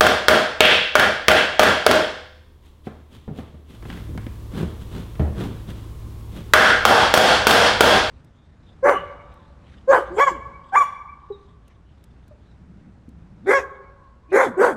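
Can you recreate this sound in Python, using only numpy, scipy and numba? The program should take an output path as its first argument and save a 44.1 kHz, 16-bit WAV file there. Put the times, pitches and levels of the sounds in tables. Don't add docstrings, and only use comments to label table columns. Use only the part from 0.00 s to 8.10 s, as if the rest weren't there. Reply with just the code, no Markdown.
import sys
import numpy as np
from scipy import signal
from scipy.fft import rfft, irfft
from scipy.io import wavfile
from scipy.ndimage import uniform_filter1d, map_coordinates
from numba import njit

SR = 44100
rng = np.random.default_rng(int(sys.argv[2]) if len(sys.argv) > 2 else 0)


def waveform_to_disk(signal):
    frames = np.transpose(np.atleast_2d(signal))
    scaled = np.clip(frames, -1, 1) * 32767
    samples = np.round(scaled).astype(np.int16)
    wavfile.write(sys.argv[1], SR, samples)


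N = 357210
t = np.arange(SR) / SR
HZ = np.fft.rfftfreq(SR, 1 / SR)
TIME = np.arange(N) / SR

# (time [s], force [dB], clang centre [Hz], clang boost [dB],
#   delay until the block bounces back [s]; 0 = it stays on the sheet)
HAMMER_TAPS = [(0.009, -4.5, 1490, 0.5, .058), (0.2834, -4.5, 1534, 2.5, 0), (0.606, -0.2, 2673, 14, .046),
               (0.9542, -4.5, 1855, 6.5, .043), (1.2829, -3, 2250, 7, .0335),
               (1.5945, -3.5, 1680, 3, .0386), (1.865, -4.5, 314.6, 4, .048), (6.536, 4, 1555, 9, 0),
               (6.8524, 5.5, 944, 7.5, 0), (7.1399, 7.5, 722, 5.5, .036), (7.4693, 7.5, 836, 3.5, .040),
               (7.8076, 3.5, 742, 3.5, 0)]
# (frequency [Hz], level [dB])
THUD_COLOUR = [(25, -30), (70, 8), (130, 6.5), (330, 4), (700, -5.5), (1000, -8), (1500, -13),
               (3300, -26.5), (6000, -42), (15000, -48)]


def amp(db):
    return 10 ** (np.asarray(db) / 20)


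def unit(x):
    return x / np.sqrt(np.mean(x ** 2) + 1e-20)


def along(points, hz):
    f, v = np.transpose(points)
    return np.interp(np.log(hz + 1), np.log(f + 1), v)


def fade(t60_s):
    return np.exp(-np.log(1000) * t / t60_s)


def peak(centre_hz, width_hz):
    return 1 / (1 + (2 * (HZ - centre_hz) / width_hz) ** 2)


def shelf(hz, corner_hz):
    return hz ** 2 / (hz ** 2 + corner_hz ** 2)


def ripple(spacing_hz):
    crests = map_coordinates(rng.standard_normal(SR // 2), [HZ / spacing_hz])
    return np.tanh(crests) * shelf(HZ, 900)


def noise(colour_db, size=SR):
    return unit(irfft(rfft(rng.standard_normal(size)) * amp(colour_db), size))


def pulse(colour_db):
    cepstrum = irfft(np.log(amp(colour_db)))
    cepstrum[1:SR // 2] *= 2
    cepstrum[SR // 2:] = 0
    response = irfft(np.exp(rfft(cepstrum)))
    return unit(response) / np.sqrt(1000)


def echo(colour_db, build_s):
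    # (frequency [Hz], t60 [s])
    room_t60 = [(70, 0.59), (250, 0.47), (700, 0.57), (1800, 0.65), (4000, 0.71), (8000, 0.55),
                (14000, 0.31)]
    hz, s, bands = signal.stft(noise(colour_db), SR, nperseg=512)
    decay = np.exp(-np.log(1000) * s / along(room_t60, hz)[:, None])
    tail = signal.istft(bands * decay, SR, nperseg=512)[1][:SR]
    return tail * (1 - np.exp(-t / build_s))


def add(track, s, sound):
    start = max(round(s * SR), 0)
    track[start:start + len(sound)] += sound[:N - start]


def air(treble_db):
    # (frequency [Hz], level [dB])
    air_colour = [(20, -4), (35, 0.5), (90, 0.5), (150, -10), (400, -14), (750, -25.5), (1050, -20),
                  (1400, -30.5), (2400, -33), (3500, -32), (5000, -36), (15500, -38)]
    hz = np.fft.rfftfreq(N, 1 / SR)
    rush = noise(along(air_colour, hz), size=N)
    treble = irfft(rfft(rush) * shelf(hz, 3000), N)
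    return rush + (amp(treble_db) - 1) * treble


def tone(pitch_hz):
    drift = map_coordinates(rng.standard_normal(64), [TIME * 4])
    return np.sqrt(2) * np.sin(2 * np.pi * pitch_hz * TIME + 0.35 * drift)


def background():
    # (frequency [Hz], relative level [dB])
    hum_lines = [(53.8, -1), (70, -3), (107.7, -0.5), (145.3, -12.5), (215.3, -16), (323, -19.5)]
    room_air_db, room_treble_db, low_hum_db = -51.5, -6, -50.5
    half_speed_s, run_up_s = 3.786, 0.04
    fan_air_db, fan_treble_db, machine_hum_db = -41, -2.5, -39.5
    room = amp(room_air_db) * air(room_treble_db) + amp(low_hum_db) * tone(75.4)
    running = (1 + np.tanh((TIME - half_speed_s) / (2 * run_up_s))) / 2
    hum = sum(amp(db) * tone(hz) for hz, db in hum_lines)
    machine = amp(fan_air_db) * air(fan_treble_db) + amp(machine_hum_db) * hum
    return room + running * machine


def fender():
    # (frequency [Hz], level [dB])
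    sheet_colour = [(25, -34), (50, -27.5), (75, -0.5), (160, -1), (380, 5.5), (1000, -1), (2200, -7.5),
                    (3600, -11), (5000, -17), (7000, -24.5), (11000, -28), (15500, -32.5)]
    # (centre [Hz], width [Hz], boost [dB])
    broad_peaks = [(207, 54, 3), (481, 41, 4), (754, 140, 5.5), (1544, 630, 8.5), (2720, 120, 3),
                   (3280, 410, 6), (4470, 180, 1), (5230, 450, 2.5)]
    broad = along(sheet_colour, HZ) + sum(db * peak(hz, width) for hz, width, db in broad_peaks)
    fine = 4 * ripple(spacing_hz=12) + 4 * ripple(spacing_hz=70) * shelf(HZ, 3500)
    return broad + fine


def ring(contact_hz):
    # (frequency [Hz], mean relative level [dB], t60 [s])
    modes = [(71.15, -9, 0.42), (213, -12.5, 0.68), (390, -14, 0.41), (477, -9.5, 0.7), (509, -13, 0.94),
             (590, -7, 0.36), (622, 2, 0.48), (734, -9.5, 0.53), (1044, -15.5, 0.31), (1180, -5, 0.38),
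             (1386, -5, 0.49), (1550, -10, 0.8), (1827, -12, 0.83), (2020, -12, 0.28), (2159, -13, 0.8),
             (2654, -12, 0.3), (2640, -16.5, 0.48), (3080, -11, 0.61), (3120, -14.5, 0.49),
             (3460, -15.5, 0.76), (4270, -24.5, .65), (5200, -25, 0.89), (5300, -25, 0.86),
             (6400, -18.5, 0.42), (7650, -27, .5), (9660, -27, .5)]
    out = np.zeros(SR)
    for hz, db, t60_s in modes:
        wave = np.sin(2 * np.pi * (hz * t + rng.random())) / (1 + (hz / contact_hz) ** 2)
        out += amp(db + 2 * rng.normal()) * fade(t60_s) * wave
    return out


def backed(steel, force_db, clang_hz, clang_db):
    drum_db_at_0, drum_loss_per_db = 9.5, 0.77
    treble_db_at_0, treble_per_db = 8.5, 0.58
    clang = np.exp(-(np.log2((HZ + 1) / clang_hz) / 0.67) ** 2)
    brightness = shelf(HZ, 4000) - 0.34 * shelf(HZ, 10000)
    drum_db = drum_db_at_0 - drum_loss_per_db * force_db
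    treble_db = treble_db_at_0 + treble_per_db * force_db
    return steel + drum_db * peak(619, 60) + clang_db * clang + treble_db * brightness


def hammer(steel):
    # (centre [Hz], width [Hz], boost [dB])
    ping = [(430, 100, 8), (1229, 200, 6.5), (1453, 61, 5), (2240, 88, 7), (3620, 150, -1)]
    # (delay [s], level [dB])
    reflections = [(0.0135, -16.5), (0.0262, -21)]
    out = np.zeros(N)
    spot = sum(db * peak(hz, width) for hz, width, db in ping)
    spot = spot + 5 * shelf(HZ, 4000) - 13 * (1 - shelf(HZ, 280))
    for s, force_db, clang_hz, clang_db, _ in HAMMER_TAPS:
        colour = backed(steel, force_db, clang_hz, clang_db)
        crack = amp(11.5) * pulse(colour + spot)
        clash = amp(5) * noise(colour + spot) * fade(0.045)
        direct = crack + clash
        ringing = amp(-11.5) * ring(contact_hz=14000)
        add(out, s, amp(force_db) * (direct + echo(colour, build_s=0.034) + ringing))
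        for delay_s, db in reflections:
            add(out, s + delay_s, amp(force_db + db) * direct)
    return out


def clinks(steel):
    # (centre [Hz], width [Hz], boost [dB])
    head_peaks = [(1480, 350, 12.5), (3570, 430, 12.5), (4420, 500, 9)]
    clink_db, clink_t60_s = 7, 0.0092
    out = np.zeros(N)
    head = sum(db * peak(hz, width) for hz, width, db in head_peaks)
    head = head - 22 * (1 - shelf(HZ, 600)) - 4 * shelf(HZ, 7000)
    for s, force_db, clang_hz, clang_db, _ in HAMMER_TAPS:
        colour = backed(steel, force_db, clang_hz, clang_db) + head
        add(out, s, amp(force_db + clink_db) * noise(colour) * fade(clink_t60_s))
    return out


def bounces(steel):
    bounce_db = -2
    out = np.zeros(N)
    for s, force_db, clang_hz, clang_db, delay_s in HAMMER_TAPS:
        if delay_s > 0:
            colour = backed(steel, force_db, clang_hz, clang_db)
            colour = colour + 2 * shelf(HZ, 5000) + 6 * shelf(HZ, 500)
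            clack = amp(7) * pulse(colour) + amp(1) * noise(colour) * fade(0.053)
            trail = amp(-14) * echo(colour, build_s=0.024)
            add(out, s + delay_s, amp(force_db + bounce_db) * (clack + trail))
    return out


def slides():
    # (centre [s], Gaussian spread [s], pressure [dB])
    strokes = [(2.67, 0.033, -58), (2.864, 0.016, -51), (3.155, 0.028, -45), (3.391, 0.03, -41),
               (3.729, 0.037, -46), (3.939, 0.057, -37.5), (4.592, 0.037, -24), (4.819, 0.011, -40),
               (4.974, 0.04, -32.5), (5.42, .033, -23), (5.701, 0.016, -31), (6.378, 0.034, -34.5)]
    # (frequency [Hz], level [dB])
    rumble_colour = [(40, -43), (110, -1.5), (200, -4), (400, -13), (700, -27), (1500, -28.5), (4000, -53),
                     (15000, -68)]
    # (frequency [Hz], level [dB])
    hiss_colour = [(100, -20), (600, 3.5), (1500, 1), (2400, 2), (3400, 6.5), (5000, -7), (10000, -11),
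                   (15500, -16)]
    usual_pressure_db, usual_hiss_db, hiss_per_db = -36.5, -49.5, 0.5
    out, middle_s = np.zeros(N), 0.25
    for s, spread_s, pressure_db in strokes:
        stroke = np.exp(-0.5 * ((t - middle_s) / spread_s) ** 2)
        roughness = unit(uniform_filter1d(rng.standard_normal(SR), size=150))
        slips = unit(amp(1.9 * roughness))
        hiss_db = usual_hiss_db + hiss_per_db * (pressure_db - usual_pressure_db)
        for points, db in ((rumble_colour, pressure_db), (hiss_colour, hiss_db)):
            colour = along(points, HZ)
            add(out, s - middle_s, amp(db) * stroke * slips * noise(colour))
            add(out, s, amp(db + 1.5) * echo(colour, build_s=0.071))
    return out


def knocks():
    # (time [s], level [dB], boom [dB], treble [dB])
    bumps = [(2.869, -34, -8, 4), (3.2784, -29.5, -16, -12.5), (3.312, -34.5, -10.5, -26),
             (3.386, -35.5, 2, 4), (3.54, -42.5, 8, -8), (4.092, -29.5, 3.5, -42), (4.151, -30, -1, -43),
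             (4.63, -28, 6.5, -10), (5.195, -18.5, 8, -5.5)]
    out = np.zeros(N)
    for s, db, boom_db, treble_db in bumps:
        colour = along(THUD_COLOUR, HZ) + treble_db * shelf(HZ, 610) + 3 * ripple(spacing_hz=120)
        colour += 6 * peak(133.5, 30) + 7 * peak(215, 54) + 5 * peak(450, 150) + 5 * peak(730, 120)
        boom = amp(boom_db - 0.5) * np.sin(2 * np.pi * 76 * t) * fade(0.45) * (1 - np.exp(-t / 0.0065))
        bump = amp(6) * noise(colour) * fade(0.1)
        bump += amp(-7) * ring(contact_hz=420 * amp(treble_db / 4))
        bump *= 1 - np.exp(-t / 0.0006)
        add(out, s, amp(db) * (bump + boom + amp(-2.5) * echo(colour, build_s=0.013)))
    return out


def ticks(steel):
    # (time [s], level [dB], thud [dB])
    touches = [(3.825, -42, 5), (3.853, -45, 12.5), (3.901, -32, 3), (3.928, -39.5, -12), (3.974, -41.5, 4),
               (4.177, -35, 5), (4.266, -38.5, 8), (5.154, -41.5, -10)]
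    out = np.zeros(N)
    colour = steel + 17 * shelf(HZ, 1040) - 10 * shelf(HZ, 3600) + 8 * peak(2200, 700)
    for s, db, thud_db in touches:
        tick = amp(2) * noise(colour) * fade(0.028) + amp(-15) * echo(colour, build_s=0.01)
        thud = amp(thud_db) * noise(along(THUD_COLOUR, HZ)) * fade(0.069)
        add(out, s, amp(db) * (tick + thud))
    return out


def scene():
    steel = fender()
    taps = hammer(steel) + clinks(steel) + bounces(steel)
    handling = slides() + knocks() + ticks(steel)
    return (background() + taps + handling)[None]


@njit
def follower(level, attack, release):
    out, held = np.empty_like(level), 0.0
    for i in range(len(level)):
        held += (level[i] - held) / (attack if level[i] > held else release)
        out[i] = held
    return out


def record(dry):
    attack_s, release_s, threshold_db, top_hz = 0.0023, 0.047, -6.5, 15900
    level = follower(np.abs(dry[0]), attack_s * SR, release_s * SR)
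    limited = np.clip(dry / np.maximum(1, level / amp(threshold_db)), -1, 1)
    passband = np.fft.rfftfreq(N, 1 / SR) < top_hz
    return np.clip(irfft(rfft(limited) * passband, N), -1, 1)


dry = scene()
out = record(dry)
waveform_to_disk(out)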